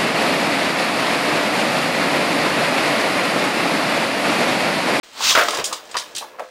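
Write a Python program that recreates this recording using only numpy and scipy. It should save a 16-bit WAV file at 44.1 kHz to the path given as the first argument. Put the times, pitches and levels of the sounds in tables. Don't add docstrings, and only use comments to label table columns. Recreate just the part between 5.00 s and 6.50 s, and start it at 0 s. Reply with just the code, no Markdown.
import sys
import numpy as np
from scipy import signal
from scipy.io import wavfile
from scipy.ndimage import uniform_filter1d

SR = 44100
rng = np.random.default_rng(int(sys.argv[2]) if len(sys.argv) > 2 else 0)


def unload_wav(signal):
    wavfile.write(
        sys.argv[1],
        SR,
        np.round(np.clip(np.atleast_2d(signal).T, -1, 1) * 32767).astype(np.int16),
    )


N = 66150
T = np.arange(N) / SR


def amp(db):
    return 10 ** (np.asarray(db) / 20)


def unit_energy(x):
    return x / np.sqrt(np.sum(x ** 2) + 1e-20)


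def unit_rms(x):
    return unit_energy(x) * np.sqrt(len(x))


def value_at(points, hz):
    freq_hz, value = np.transpose(points)
    return np.interp(np.log(hz + 1), np.log(freq_hz), value)


def add(mix, start_s, sound):
    part = mix[max(round(start_s * SR), 0):][:len(sound)]
    part += sound[:len(part)]


def colour(x, spectrum, extra_db=lambda hz: 0, size=2048):
    hz = abs(np.fft.fftfreq(size, 1 / SR)) + 1
    log_gain = np.log(amp(value_at(spectrum, hz) + extra_db(hz)))
    taps = np.fft.ifft(np.exp(np.conj(signal.hilbert(log_gain)))).real[:size // 2]
    return signal.fftconvolve(x, taps)[:len(x)]


def impact(contact_t60_s, ring_t60_s, ring_db, rise_s=.0016, size=6000):
    t = T[:size]
    contact, body = rng.standard_normal((2, size)) * (1 - np.exp(-t / rise_s))
    chatter = unit_energy(contact * amp(-60 * t / contact_t60_s))
    ring = unit_energy(body * amp(-60 * t / ring_t60_s))
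    return chatter + amp(ring_db) * ring


def at_level(x, level_db):
    return amp(level_db) * unit_energy(x) * np.sqrt(SR / 100)


def room(x, wet_db, build_s=.0046, size=22050):
    # freq_hz, t60_s
    decay = [(100, 0.33), (500, 0.17), (1500, .33), (4000, 0.24), (8000, 0.17), (15000, 0.39)]
    hz, t, bands = signal.stft(rng.standard_normal(size), SR, nperseg=256)
    tail = signal.istft(bands * amp(-60 * t / value_at(decay, hz)[:, None]), SR)[1][:size]
    build_up = 1 - np.exp(-(T[:size] / build_s) ** 2)
    response = amp(wet_db) * unit_energy(tail * build_up)
    response[0] += 1
    return signal.fftconvolve(x, response)[:N]


def rolling(bumps_per_s=2600, spread_db=3.5):
    # time_s, rumble_db, scratch_db
    levels = [(0.029, -53.5, -46), (.12, -53, -46), (.33, -43, -38), (.46, -29.5, -30.5), (.58, -32.5, -31),
              (.63, -36.5, -47), (.70, -37, -43), (.82, -46.5, -48), (.91, -44.5, -43.5),
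              (1.09, -46, -45.5), (1.29, -46.5, -52.5), (1.37, -46, -60), (1.44, -42.5, -52.5),
              (1.5, -65, -51)]
    # freq_hz, gain_db
    rumble = [(30, -33), (100, -22.5), (220, -10), (340, -4), (440, -3.5), (530, -0.5), (800, -4),
              (1450, -6.5), (2500, -14), (8000, -32)]
    # freq_hz, gain_db
    scratch = [(100, -4.5), (800, 1), (2000, 5), (4200, 5), (7500, -1), (9600, -7), (11000, -20),
               (15500, -12)]
    time_s, rumble_db, scratch_db = np.transpose(levels)
    out = np.zeros(N)
    for spectrum, level_db in ((rumble, rumble_db), (scratch, scratch_db)):
        bumps = (rng.random(N) < bumps_per_s / SR) * rng.choice([-1, 1], N)
        jolts = bumps * amp(spread_db * rng.standard_normal(N))
        texture = unit_rms(colour(room(jolts, wet_db=-4), spectrum))
        out += texture * amp(np.interp(T, time_s, level_db))
    return out


def arena_resonance(drive, gain_db=-54.5):
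    # freq_hz, relative_db, t60_s
    modes = [(226, -16, .3), (358, -9, 0.29), (456.5, -3.5, 0.17), (516.3, -1, 0.81), (591.4, -5.5, 0.22),
             (628, -1.5, 0.22), (699, 3.5, 0.3), (790, -39, 0.15), (1069, -3, 0.052), (1143, -15, 0.17),
             (1250, -22, 0.13), (1267, -34, 0.26), (1344, -20, 0.23), (1668, -3.5, 0.17)]
    t = T[:N // 2]
    response = sum(amp(db - 60 * t / t60_s) * np.cos(2 * np.pi * hz * t) for hz, db, t60_s in modes)
    return drive + amp(gain_db) * signal.fftconvolve(drive, response)[:N]


def launcher(tooth_jitter=.07, spread_db=2.5, rasp_gain=1.73):
    # time_s, tooth_rate_hz
    pull = [(.03, 150.3), (.13, 261.1), (.165, 481), (.2, 834), (.212, 987.4), (.23, 1449), (.275, 2539),
            (.3, 3178), (.35, 3393)]
    # time_s, level_db
    gear = [(.1, -67), (.135, -44), (.165, -39), (.205, -26.5), (.245, -16), (.275, -16.5), (.297, -12.5),
            (.318, -15), (.332, -19.5), (.36, -26), (.44, -32), (.5, -90)]
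    # freq_hz, slow_cord_db, fast_cord_db
    whir_colour = [(35, -40, -18), (70, -29, -19), (140, -16, -16.5), (234, -0.5, -11.5), (523, -8, -21),
                   (970, 3.5, -4.5), (1750, -3, -7), (3000, -3.5, -0.5), (4440, -0.5, 0), (6270, -12, -2),
                   (8000, -8.5, -10.5), (9870, -22, -15.5), (10600, -23, -24.5), (15500, -22, -17)]
    bright_hz, skid_hz = 1280, 2382
    rate_hz = np.interp(T, *np.transpose(pull))
    jitter = tooth_jitter * (1 + (rate_hz / skid_hz) ** 2)
    wander = unit_rms(uniform_filter1d(rng.standard_normal(N), size=60))
    teeth_passed = np.cumsum(rate_hz * np.exp(jitter * wander)) / SR
    snaps = np.diff(np.floor(teeth_passed), prepend=0)
    snaps *= amp(spread_db * rng.standard_normal(N)) / np.sqrt(rate_hz)
    snaps -= uniform_filter1d(snaps, size=600)
    rasp = rng.standard_normal(N) * np.exp(-2 * (teeth_passed % 1))
    rattle = unit_rms(snaps) + rasp_gain * unit_rms(rasp)
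    slow = unit_rms(colour(rattle, [(hz, db) for hz, db, _ in whir_colour]))
    fast = unit_rms(colour(rattle, [(hz, db) for hz, _, db in whir_colour]))
    whir = fast + (slow - fast) * np.exp(-(rate_hz / bright_hz) ** 2)
    return room(whir * amp(np.interp(T, *np.transpose(gear))), wet_db=-8)


def knocks(gain_db=-3.5, emphasis_width_oct=.3):
    # start_s, relative_db, pitch_hz, emphasis_db
    blows = [(.205, -22.5, 942, 25.5), (.308, -21.5, 990, 15), (.3155, -20, 1060, 53),
             (.3492, -11, 1460, 8.5), (.354, -12, 1260, 10), (0.3639, -11, 1234, 15), (0.3734, -8, 1350, 5),
             (.380, -12.5, 1780, 11), (0.387, -13, 1190, 8.5), (.393, -13, 584, -2),
             (.402, -13, 1300, 12.5), (.411, -13.5, 1400, 0), (.4195, -15.5, 1620, 12),
             (.428, -19, 1190, 3), (.443, -28, 1623, 10), (.4825, -15, 1140, 19), (.5335, -20, 1020, 16),
             (.550, -24.5, 990, -10), (0.5666, -24.5, 970, 23), (.5855, -20, 412, 17), (.598, -24, 890, -7),
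             (.605, -25.5, 990, 21), (0.712, -31, 1160, 25), (.724, -20, 1127, 21.5),
             (.943, -24.5, 1120, 18), (0.9518, -17, 1066, 21), (.9645, -25, 1120, 9), (.969, -23, 1830, 12),
             (1.2094, -30.5, 790, 12), (1.2205, -28, 984, 22), (1.2424, -33, 930, 13),
             (1.350, -44, 1040, 20), (1.386, -32, 940, -2), (1.3944, -23.5, 860, 16),
             (1.401, -25, 620, 11.5), (1.417, -32, 584, 10)]
    # freq_hz, gain_db
    sheet = [(40, -53), (110, -38.5), (220, -14), (330, -11.5), (550, 0.5), (850, -3.5), (1600, -2),
             (2400, -4), (4500, -14.5), (8000, -26), (15000, -25)]
    soft_db, dull_per_db = -18, .66
    out = np.zeros(N)
    for start_s, relative_db, pitch_hz, emphasis_db in blows:
        dull_db_per_oct = dull_per_db * max(soft_db - relative_db, 0)

        def spot_db(hz):
            octaves = np.log2(hz / pitch_hz)
            peak_db = emphasis_db / (1 + (octaves / emphasis_width_oct) ** 2)
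            return peak_db - dull_db_per_oct * np.clip(octaves, 0, 2)

        knock = colour(impact(contact_t60_s=.015, ring_t60_s=.045, ring_db=6.5), sheet, spot_db)
        add(out, start_s, room(at_level(knock, relative_db + gain_db), wet_db=-6.5))
    return out


def thumps():
    # start_s, level_db
    jolts = [(.325, -47), (0.351, -37), (.374, -37), (.643, -58), (0.968, -49), (1.148, -49), (1.177, -60)]
    # freq_hz, gain_db
    weight = [(20, -24), (60, 2), (120, 12), (200, -13), (340, 15.5), (700, -40), (3000, -66)]
    thump = colour(signal.unit_impulse(N), weight)
    out = np.zeros(N)
    for start_s, level_db in jolts:
        add(out, start_s, at_level(thump, level_db))
    return out


def clashes(tones_db=-25.5, tones_t60_s=.03, size=6000):
    # start_s, level_db, tilt_db_per_oct
    collisions = [(.352, -18, -8), (0.354, -27, -7), (0.385, -25.5, 1), (.434, -26, -3.5),
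                  (.484, -22.5, -3), (.491, -34, -8), (0.5069, -24.5, -4), (0.529, -35, 0), (.541, -34, 5),
                  (0.547, -25.5, -1.5), (0.5711, -27.5, -2.5), (.586, -22.5, -17.5), (.598, -28.5, -6.5),
                  (.6185, -49, -16), (0.6416, -20.5, 2), (.647, -28, 8), (0.653, -24, 5), (0.661, -27, 4),
                  (0.728, -23.5, -0.5), (.735, -30, -2), (.913, -37, 1), (0.9427, -32.5, -13.5),
                  (.9535, -39, -24), (0.9682, -21.5, -1.5), (.9755, -28, -2.5), (.9855, -29, -1.5),
                  (.997, -30, -1), (1.1504, -29.5, -3), (1.162, -26.5, 6), (1.169, -28, -9.5),
                  (1.181, -26.5, 6.5), (1.394, -47.5, 8)]
    # freq_hz, gain_db
    click_colour = [(50, -43), (200, -35.5), (600, -44), (1500, -20), (2200, -6.5), (3200, 3.5),
                    (4500, 0.5), (6200, 0.5), (9700, -5), (10500, -17), (15500, -18.5)]
    # freq_hz, relative_db
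    high_tones = [(3303, -14), (3705, -8), (4093, -11), (4841, 1), (5250, -3), (5651, -1.5), (6364, -1.5),
                  (6900, -5), (7300, -2.5), (8100, -2)]
    out, t = np.zeros(N), T[:size]
    for start_s, level_db, tilt_db_per_oct in collisions:
        sharpness_db = lambda hz: tilt_db_per_oct * np.log2(np.clip(hz, 800, 8000))
        tones = sum(amp(db) * rng.standard_normal() * np.sin(2 * np.pi * hz * t) for hz, db in high_tones)
        tones *= amp(tones_db - 60 * t / tones_t60_s)
        click = impact(contact_t60_s=.027, ring_t60_s=.036, ring_db=5, size=size)
        clash = colour(click + tones, click_colour, sharpness_db)
        add(out, start_s, room(at_level(clash, level_db), wet_db=-1.5))
    return out


def scene():
    return (launcher() + arena_resonance(knocks() + rolling()) + clashes() + thumps())[None]


def record(dry, onset_s=.031, fade_s=.002, cutoff_hz=15800):
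    fade_in = np.clip((T - onset_s) / fade_s, 0, 1)
    rounded = dry / (1 + dry ** 6) ** (1 / 6)
    low_pass = signal.firwin(511, cutoff_hz, window=("kaiser", 9), fs=SR)
    return signal.oaconvolve(rounded * fade_in, low_pass[None], "same")


dry = scene()
out = record(dry)
unload_wav(out)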